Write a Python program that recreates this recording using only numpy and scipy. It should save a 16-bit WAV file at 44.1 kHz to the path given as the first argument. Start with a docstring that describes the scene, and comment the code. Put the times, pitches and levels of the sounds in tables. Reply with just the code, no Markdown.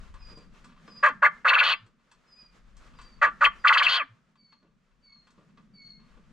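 """Quail crowing in a plastic tub

A male quail crows twice in a plastic tub indoors: two sharp notes, then a trill that breaks into a rasp.
Uneven pulses of his syrinx feed a resonance that swoops up and down and bands of coloured sound; the
tub answers with its modes. His claws tap the plastic as decaying noise bursts, and a chick farther off
peeps in gliding partials. Rumble, hum and hiss are coloured noise."""
import sys
import numpy as np
from scipy import signal
from scipy.fft import rfft, irfft, next_fast_len
from scipy.io import wavfile
from scipy.ndimage import uniform_filter1d, minimum_filter1d, map_coordinates

SR = 44100
rng = np.random.default_rng(int(sys.argv[2]) if len(sys.argv) > 2 else 0)


def transcribe(signal):
    """Save signal, clipped to [-1, 1], as a 16-bit WAV file at the path in sys.argv[1]."""
    frames = np.atleast_2d(signal).T
    limited = np.clip(frames, -1, 1)
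    pcm = np.round(limited * 32767).astype(np.int16)
    wavfile.write(sys.argv[1], SR, pcm)


N = 278712
TIME = np.arange(N) / SR
REST_HZ = 1220  # the throat resonance at rest

# Course of the room's hiss, which the scuffs share. Each row: time in seconds, level in dB before trim.
HISS_LEVEL = [(0, -57.5), (.5, -62.5), (1, -59.5), (1.7, -72), (1.95, -71), (2.25, -68), (2.6, -66.5),
              (3.1, -60.5), (3.6, -57.5), (4.2, -73.5), (4.7, -74.5), (5.3, -69.5), (5.8, -68.5),
              (6.32, -65.5)]
# Spectrum of claws on plastic. Each row: frequency in Hz, relative density in dB per Hz.
CLAW_SPECTRUM = [(300, -14.5), (700, -7.5), (1050, 4.5), (1500, -3.5), (2100, -8.5), (2700, -8.5),
                 (4000, -10.5), (7000, -25), (10000, -45.5), (15000, -64)]


def amp(db):
    """Decibels to amplitude gain, on the logarithmic level scale."""
    return 10 ** (np.asarray(db) / 20)


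def unit(x):
    """Normalise the mean power: x at rms 1."""
    return x / np.sqrt(np.mean(x ** 2) + 1e-20)


def along(points, hz):
    """Interpolate (Hz, value) points on a logarithmic frequency axis, as pitch is heard."""
    f, v = np.transpose(points)
    return np.interp(np.log(hz + 1), np.log(f + 1), v)


def curves(rows, t):
    """Linear interpolation in time: each column after the first, read at times t."""
    s, *cols = np.transpose(rows)
    return [np.interp(t, s, c) for c in cols]


def ramp(t, length):
    """Linear onset: 0 before time 0, rising straight to 1 over length seconds."""
    return np.clip(t / length, 0, 1)


def filtered(x, response):
    """Linear filtering: the spectrum of x times a complex response of frequency."""
    n = x.shape[-1]
    m = next_fast_len(n + 8192)  # padding keeps the tail from wrapping round
    return irfft(rfft(x, m) * response(np.fft.rfftfreq(m, 1 / SR)), m)[..., :n]


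def coloured(x, spectrum):
    """Spectral shaping: x weighted by the given spectrum, at rms 1."""
    return unit(filtered(x, lambda hz: amp(along(spectrum, hz))))


def wobble(rate, n):
    """Band-limited random modulation: a smooth curve of n samples through rate random knots a second."""
    knots = rng.standard_normal(int(n * rate / SR) + 4)
    return map_coordinates(knots, [np.arange(n) * rate / SR])


def steady(x, span):
    """Envelope flattening: x divided by its running rms over span seconds."""
    window = np.hanning(max(int(span * SR), 16))
    power = np.abs(signal.fftconvolve(x ** 2, window / window.sum(), 'same'))
    return x / np.sqrt(power + 1e-4 * np.mean(x ** 2))


def pulses(rate, rough, jitter, scatter_db):
    """Pulsed excitation: one impulse per beat; roughness scatters their times and sizes."""
    n = len(rate)
    at = np.flatnonzero(np.diff(np.floor(np.cumsum(rate) / SR)))
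    late, size = rng.standard_normal((2, len(at)))
    when = np.clip(at + jitter * rough[at] * late * SR / rate[at], 0, n - 1)
    return np.bincount(when.astype(int), amp(scatter_db * rough[at] * size), n)


def swooping(x, centre_hz, width_hz):
    """Heterodyned resonance: shift the moving centre to zero, apply a double pole, shift back."""
    turn = np.exp(2j * np.pi * np.cumsum(centre_hz) / SR)
    pole = np.exp(-np.pi * width_hz / SR)
    slow = signal.lfilter([1], np.poly([pole, pole]), x / turn)
    return unit((slow * turn).real)


def wash(spectrum, width):
    """Partly correlated stereo noise: a mid signal of rms 1 plus and minus a side share of width."""
    mid, side = coloured(rng.standard_normal((2, N)), spectrum)
    return np.array([mid + width * side, mid - width * side])


def background():
    """Stationary noise under slow modulation: rumble, hum, and a hiss that sinks after each crow."""
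    # Spectra. Each row: frequency in Hz, relative density in dB per Hz.
    rumble_spectrum, hum_spectrum, air_spectrum = [(10, -4.5), (25, 4.5), (42, 2.5), (65, -9), (110, -15.5),
                                                   (250, -37), (1500, -92)], [(80, -21), (130, -4.5), (165, 0.5),
                                                                   (200, 1), (240, -1), (300, -17),
                                                                   (600, -24.5), (3000, -81)], [(150, -21.5), (320, -2),
                                                                                (550, -2), (800, -7),
                                                                                (1250, 0), (2000, -5.5),
                                                                                (4000, -13.5), (7000, -18),
                                                                                (9500, -28), (15000, -44.5)]
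    # Courses. Each row: time in seconds, level in dB before trim.
    rumble_course, hum_course = [(0, -51.5), (.5, -63), (.9, -74), (1.3, -70), (1.65, -77.5), (2.2, -82.5),
                                 (2.7, -62), (3.6, -63.5), (4.4, -90), (5, -78.5), (5.6, -81.5),
                                 (6.1, -67.5)], [(0, -65.5), (1.1, -62), (1.7, -68.5), (2.1, -77.5),
                                                       (2.4, -72), (3.3, -63.5), (3.95, -68), (4.25, -75),
                                                       (5, -73), (6.1, -64)]
    rumble_db, = curves(rumble_course, TIME)
    hum_db, = curves(hum_course, TIME)
    hiss_db, = curves(HISS_LEVEL, TIME)
    rumble = amp(rumble_db + 5 + 2.2 * wobble(17, N)) * wash(rumble_spectrum, width=0.55)
    rumble = rumble * amp([[2.5], [-2.5]])  # stronger on the left
    hum = amp(hum_db + 2.5 + 2.6 * wobble(16, N)) * wash(hum_spectrum, width=.35)
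    hiss = amp(hiss_db - 4 + 3.0 * wobble(16, N)) * wash(air_spectrum, width=.5)
    return rumble + hum + hiss


def room(x):
    """Diffuse reverberation: convolution with noise whose frequencies each decay at their own speed."""
    # Reverberation time. Each row: frequency in Hz, time to fall by 60 dB in seconds.
    decay_times = [(200, 0.27), (1500, 0.3), (5000, 0.29), (12000, 0.085)]
    hz, t, z = signal.stft(rng.standard_normal((2, SR // 2)), SR, nperseg=256)
    decay = amp(-60 * t / along(decay_times, hz)[:, None])
    mid, side = signal.istft(z * decay, SR, nperseg=256)[1]
    tail = np.array([mid + .5 * side, mid - .5 * side])
    return signal.fftconvolve(x, tail / np.linalg.norm(tail[0]), axes=1)[:, :N]


def walls(x, t60=.045):
    """Early reflections between plastic walls: short decaying noise, alike in both channels at long waves."""
    t = np.arange(SR // 10) / SR
    mid, side = rng.standard_normal((2, len(t))) * amp(-60 * t / t60) * (t > .001)
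    side = filtered(side, lambda f: 0.6 * f ** 2 / (f ** 2 + 1200 ** 2))
    echo = np.array([mid + side, mid - side]) / np.linalg.norm(mid)
    return signal.fftconvolve(x[None], echo, axes=1)[:, :N]


def tub(x, lag_s=.000024, skew_rad=0.77):
    """Modal superposition: direct sound plus air modes of unequal level and phase in the two channels."""
    # Air modes. Each row: frequency in Hz, width in Hz, level over the direct sound in dB, left-right dB.
    air_modes = [(1170.3, 24, 11.5, 3.5), (1462, 39, 6, 1.5), (1684, 18, 3.5, 0), (1882, 37, -0.5, 1),
                 (2027, 27, 5, -1), (2270, 23, 1, 2), (2286, 38, -2.5, 2.5), (2575, 32, 1, 1),
                 (2692, 44, 4, 7), (3170, 19, 7.5, 2.5), (3443, 15, 2.5, 5.5), (3960, 30, 0, 1),
                 (3850, 33, -5.5, -3.5), (4335, 35, 6.5, -2.5), (4610, 55, 3, -6)]
    # Stereo balance. Each row: frequency in Hz, left-right difference in dB.
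    balance = [(500, 0.5), (1200, -2), (2700, 3), (4500, 2), (8000, 3), (13000, -3)]
    side = np.array([[.5], [-.5]])

    def modes(f):
        """Second-order resonances in parallel, each peaking at its own frequency."""
        return sum(amp(db + pan_db * side) * 1j * f * w / (c * c - f * f + 1j * f * w)
                   for c, w, db, pan_db in air_modes)

    def lean(f):
        """Interchannel differences of level and arrival time."""
        return amp(along(balance, f) * side) * np.exp(-2j * np.pi * f * lag_s * side)

    return filtered(x, lambda f: 0.46 * (1 + modes(f) * np.exp(-1j * skew_rad * side)) * lean(f))


def chick(waver=.004, tremble=0.0048, first_db=-15, third_db=-28):
    """Harmonic synthesis: thin falling whistles, a strong second partial between two weak ones."""
    # Peeps, pitched by the second partial. Each row: start and end in seconds, first, held and last
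    # pitch in Hz, level in dB before trim.
    peep_rows = [(0.18, 0.433, 5150, 4900, 4700, -57), (0.862, 1.063, 5100, 4960, 4690, -55),
                 (1.603, 1.796, 5100, 4930, 4790, -62), (2.261, 2.502, 5120, 4960, 4740, -57),
                 (2.945, 3.193, 4900, 4690, 4500, -63), (3.579, 3.748, 4920, 4780, 4700, -64),
                 (4.361, 4.59, 4640, 4480, 4210, -61.5), (5.019, 5.241, 4640, 4410, 4204, -57),
                 (5.733, 5.982, 4600, 4390, 4310, -50.5)]
    sink_hz, settled, step_at = 50, .25, 0.58  # sinks this far between these shares of its length
    out = np.zeros(N)
    for start, end, first_hz, held_hz, last_hz, db in peep_rows:
        span = (TIME > start) & (TIME < end)
        u = (TIME[span] - start) / (end - start)
        # Each peep drops onto its pitch, sinks, steps down once more, and quavers on the way.
        stations_hz = [first_hz, held_hz + sink_hz / 2, held_hz - sink_hz / 2, last_hz]
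        glide = np.interp(u, [0, settled, step_at, 1], stations_hz)
        hz = glide * (1 + waver * wobble(45, len(u)) + tremble * wobble(400, len(u)))
        phase = np.pi * np.cumsum(hz) / SR  # of the first partial, at half the pitch
        first = amp(first_db + 4.3 * wobble(25, len(u))) * np.sin(phase)
        partials = first + np.sin(2 * phase) + amp(third_db) * np.sin(3 * phase)
        envelope = np.abs(np.sin(np.pi * u)) ** .9
        out[span] += amp(db + 2.3 * wobble(60, len(u))) * envelope * partials
    return out


def shuffles(rate=18, life_s=0.026, spread_db=3):
    """Random (Poisson-like) impacts: small decaying scuffs of feet and feathers, rate a second."""
    level_db, = curves(HISS_LEVEL, TIME)
    sizes = amp(spread_db * np.minimum(rng.standard_normal(N), 1))
    scuffs = (rng.random(N) < rate / SR) * sizes
    swell = unit(signal.lfilter([1], [1, -np.exp(-1 / (life_s * SR))], scuffs))
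    return amp(level_db - 6.5) * swell * coloured(rng.standard_normal(N), CLAW_SPECTRUM)


def claws(t60=0.084, settle_t60=.2, thud_t60=0.25, scratch_t60=.13, attack_s=0.00069):
    """Impact excitation: each step ticks, scratches and thuds as exponentially decaying noise."""
    # Steps. Each row: time in seconds, level of the step, then of its thud and scratch within it,
    # in dB before trim.
    steps = [(0.14, -42, -12, -18), (0.316, -54, 9.5, -27), (0.372, -45.5, 2.5, -12),
             (0.546, -49.5, -17, -34), (0.643, -40.5, -26, -14), (0.877, -40, -5, -27),
             (0.963, -50.5, -8, -30), (1.862, -53.5, -4, -13), (2.114, -45.5, -39, -11.5),
             (2.767, -60, -9.5, 6), (2.863, -49.5, -13.5, -16), (2.934, -49, -12, -28.5),
             (2.987, -37, -29, -25), (3.013, -43, -25.5, -11.5), (3.045, -46, -14, -26),
             (4.355, -54.5, -16, -21), (4.523, -48, -31.5, -32), (4.627, -58.5, 6, -33.5),
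             (5.27, -47.5, -22.5, -21), (5.304, -58.5, -14, -4), (5.376, -54.5, 6, -35),
             (5.41, -62, 8.5, -25.5), (5.573, -46, -9.5, -38), (6.171, -53, 1, -31.5)]
    # Spectra. Each row: frequency in Hz, relative density in dB per Hz.
    thud_spectrum, scratch_spectrum = [(50, -17), (150, -2.5), (240, 1), (500, -7), (1200, -21),
                                       (5000, -83.5)], [(2000, -14.5), (4500, -2), (6800, -3.5), (7900, 0),
                                                     (8800, -9.5), (11000, -19), (15000, -52.5)]
    out, t = np.zeros(N + SR), np.arange(SR // 4) / SR
    for s, db, thud_db, scratch_db in steps:
        tick, thud, scratch = rng.standard_normal((3, len(t)))
        # A sharp tick, then the toe settles more softly.
        step = (amp(-11.5 - 60 * t / t60) + amp(-14 - 60 * t / settle_t60)) * coloured(tick, CLAW_SPECTRUM)
        step += amp(thud_db - 2.5 - 60 * t / thud_t60) * coloured(thud, thud_spectrum)
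        step += amp(scratch_db - 60 * t / scratch_t60) * coloured(scratch, scratch_spectrum)
        out[round(s * SR):][:len(t)] += amp(db) * step * (1 - np.exp(-t / attack_s))
    return out[:N]


def throbs(width_s=0.024):
    """Gaussian tone bursts: a few soft low cycles as the voice runs down."""
    # Each row: time of the middle in seconds, frequency in Hz, peak level in dB.
    bursts = [(1.11, 285, -52.5), (1.84, 109.4, -51), (3.28, 302, -55), (4.04, 270, -56),
              (4.12, 112.3, -51.5)]
    return sum(amp(db) * np.exp(-((TIME - s) / width_s) ** 2) * np.sin(2 * np.pi * hz * TIME)
               for s, hz, db in bursts)


def swoops(t):
    """Formant motion: resonance height above rest (Hz) and lifts of ring and rasp (dB) in each swoop."""
    # Swoops; the last of each crow is held as the rasp. Each row: time at the top in seconds, top in Hz,
    # rise, hold and fall in seconds, ring lift and rasp lift in dB.
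    swoop_rows = [(1.055, 1858, .014, .008, 0.013, 7, -3.5), (1.251, 2060, .008, .008, .018, 2, -2.5),
                  (1.491, 2797, .028, .006, .019, 2, 4), (1.54, 2902, .012, .007, .025, 4.5, -4.5),
                  (1.592, 2750, .021, .008, .021, 5, 3), (1.638, 2936, .016, .087, .035, -1.5, -0.5),
                  (3.245, 1840, .014, .008, 0.0093, 3.5, 0), (3.45, 2812, .012, 0.0033, .017, 5.5, -2.5),
                  (3.683, 3135, .019, .003, .016, 0.5, 0), (3.733, 3066, .010, 0.0088, .022, -4, -6.5),
                  (3.779, 3207, .010, 0.0068, 0.035, 2.5, -2), (3.833, 3136, .015, .015, .054, 0, -7),
                  (3.897, 3136, 0.039, .068, .105, -2.5, -3)]
    height, ring_lift, rasp_lift = np.zeros((3, len(t)))
    for s, top_hz, rise, hold, fall, ring_db, rasp_db in swoop_rows:
        opening = ramp(t - s + rise, rise) * ramp(s + hold + fall - t, fall)
        shape = np.sin(np.pi / 2 * opening) ** 2
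        height = np.maximum(height, shape * (top_hz - REST_HZ))
        ring_lift += shape * ring_db
        rasp_lift += shape * rasp_db
    return height, ring_lift, rasp_lift


def note(start, end, ring_db, buzz_db, throat_db, fizz_db, fade, fade_db, pulse_hz, roughness,
         attack=.005, release=0.01, chest_db=-52):
    """Source and filter: syrinx pulses sound a swooping ring, a broad buzz and, under strain, a high rasp."""
    # Voice colours. Each row: frequency in Hz (the rasp's before tension), relative density in dB per Hz.
    buzz_spectrum, rasp_spectrum = [(100, -60.5), (340, -39), (430, -25), (490, -8.5), (620, -7), (900, 1),
                                    (1300, 7.5), (2000, 2), (2900, -10.5), (3500, -25.5), (4500, -41.5),
                                    (6000, -55.5), (12000, -90)], [(1500, -40.5), (2800, -3), (3500, 0), (4600, -1),
                                                  (5000, -6), (5500, -22.5), (7000, -30), (9000, -45),
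                                                  (15000, -54.5)]
    fizz_spectrum, throat_spectrum = [(2000, -31), (4000, -5.5), (5500, -1.5), (7000, 1), (8500, -9.5),
                                      (10500, -25.5), (15500, -29)], [(130, -45), (250, -22), (400, -15), (540, -9), (880, 2),
                                                    (1100, -10), (1800, -59.5)]
    # The syrinx is drawn tighter for the second crow.
    # Each row: time in seconds, factor on the rasp's frequencies.
    tension_course = [(1.5, 0.91), (3.6, 0.96)]
    onset_hz, onset_s = 616, 0.006  # each note drops onto the resonance from a little above
    strained_hz = 3185  # the resonance at full strain
    strain_pitch, strain_rough = .3, 0.16  # strain speeds the syrinx by this share and roughens it
    sag, sag_s = .22, .04  # share by which the syrinx slows over the end of a note
    stall, stall_s = 0.32, .012  # and it stalls in the very last moment
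    swell_db, swell_s = 9, 0.0061  # every note swells in
    clear_s, clear_fade_s = 3.972, 0.017  # from here on the voice clears, within this time
    clear_share = .8  # share of the roughness that goes

    span = (TIME > start - attack) & (TIME < end + release)
    t = TIME[span]
    age, left = t - start, end - t
    # The higher the swoop, the more he strains: that sets pitch, roughness and the balance of the layers.
    height, ring_lift, rasp_lift = swoops(t)
    strain = height / (strained_hz - REST_HZ)
    clear = ramp(t - clear_s, clear_fade_s)
    ring_hz = REST_HZ + height + onset_hz * np.exp(-np.maximum(age, 0) / onset_s)
    rate = pulse_hz * (1 + strain_pitch * strain)
    rate = rate * (1 - sag * ramp(sag_s - left, sag_s)) * (1 - stall * ramp(stall_s - left, stall_s))
    rough = (roughness + strain_rough * strain) * (1 - clear_share * clear)

    # Levels in dB: strain moves the balance, and a long note tires by so many dB per second of age.
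    effort_db = -swell_db * ramp(swell_s - age, swell_s) - fade_db * ramp(fade - left, fade)
    flank_db = 3 * np.sin(np.pi * strain)  # the ring gains most halfway up a swoop
    ring_db = ring_db + 1.5 + effort_db + ring_lift - 6 * strain + flank_db - 19.5 * age - 4.5 * clear
    buzz_db = buzz_db + effort_db - 3.5 * strain - 2 * age
    rasp_db = -42.5 + effort_db + rasp_lift + 23.5 * strain ** 1.2 - 23 * clear  # the power delays its rise
    fizz_db = fizz_db + effort_db - 20 * age + 8 * strain - 12 * clear
    throat_db = throat_db + effort_db / 2 - 99.5 * age  # the low end goes first

    tension, = curves(tension_course, start)
    beats = pulses(rate, rough, jitter=0.44, scatter_db=4)
    # Each opening lets through a short puff of turbulent air, dying within about 1 ms.
    flow = signal.lfilter([1], [1, -np.exp(-1 / (0.001 * SR))], beats)
    puffs = unit(flow * rng.standard_normal(len(t)))
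    source = unit(beats) + .55 * rough * puffs
    ring = amp(ring_db) * steady(swooping(source, ring_hz, width_hz=460), span=0.0039)
    # A rough syrinx makes the ring flutter; the ring keeps no bass below about 600 Hz.
    ring = ring * amp(rough * (9 * wobble(300, len(t)) + 0.5))
    ring = filtered(ring, lambda hz: hz ** 8 / (hz ** 8 + 620 ** 8))
    buzz = amp(buzz_db) * steady(coloured(source, buzz_spectrum), span=0.042)
    tight_spectrum = np.array(rasp_spectrum) * [tension, 1]
    rasp = amp(rasp_db) * steady(coloured(source, tight_spectrum), span=0.023)
    fizz = amp(fizz_db) * coloured(source * amp(5.0 * wobble(160, len(t))), fizz_spectrum)
    throat = amp(throat_db) * coloured(source, throat_spectrum)
    # The bare fundamental shows as the syrinx slows at the end of a note.
    chest = amp(chest_db) * np.sin(2 * np.pi * np.cumsum(rate) / SR)
    gate = ramp(age + attack, attack) * ramp(left + release, release)
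    out = np.zeros(N)
    out[span] = gate ** 2 * (ring + buzz + rasp + fizz + throat) + gate * chest
    return out


def scene():
    """Superposition of sound paths: quail and claws inside the tub, the chick out in the room."""
    # Each crow is two short notes and a long one. Each row: start and end in seconds, base levels of ring,
    # buzz, throat and fizz in dB, fade in seconds, fade depth in dB, unstrained pulse rate in Hz,
    # unstrained roughness from 0 to 1.
    crow_notes = [ (1.031, 1.113, -23, -15, -29.5, -47, .045, 21.8, 569.6, 0.19),
                  (1.224, 1.285, -16.5, -17, -28, -51.5, .02, 20, 582.5, .28),
                  (1.449, 1.75, -20.5, -19.5, -31, -57.5, .02, 19, 545.2, .4),
                  (3.218, 3.292, -19.5, -13.5, -33, -47, 0.051, 20, 578.4, .24),
                  (3.411, 3.484, -18, -18.5, -37.5, -48.5, 0.015, 15, 568.2, .28),
                  (3.644, 4.034, -15.5, -21.5, -39, -53.5, .025, 14, 550.4, .32)]
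    near = sum(note(*row) for row in crow_notes) + claws() + shuffles()
    inside = tub(near) + amp(-13.5) * walls(near)
    # The mouth of the tub sends mostly the middle of the voice out into the room (Hz, dB).
    mouth = [(300, -7.5), (1000, -3.0), (1600, -1.0), (2500, -7.0), (5000, -10.0)]
    spill = filtered(near, lambda hz: amp(along(mouth, hz))) * np.ones((2, 1))
    peeps = chick() * np.ones((2, 1))
    quail = inside + amp(-22.5) * room(spill)
    far = amp(-3.5) * peeps + amp(-3.0) * room(peeps)
    return quail + far + throbs() + background()


def record(dry):
    """Peak limiting and band limiting: gain dips around the loudest peaks, nothing stays above 15.7 kHz."""
    needed = np.minimum(1, .55 / (np.abs(dry).max(axis=0) + 1e-9))
    gain = uniform_filter1d(minimum_filter1d(needed, size=260), size=220)  # sizes in samples
    return filtered(dry * gain, lambda hz: hz < 15700)


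dry = scene()
out = record(dry)
transcribe(out)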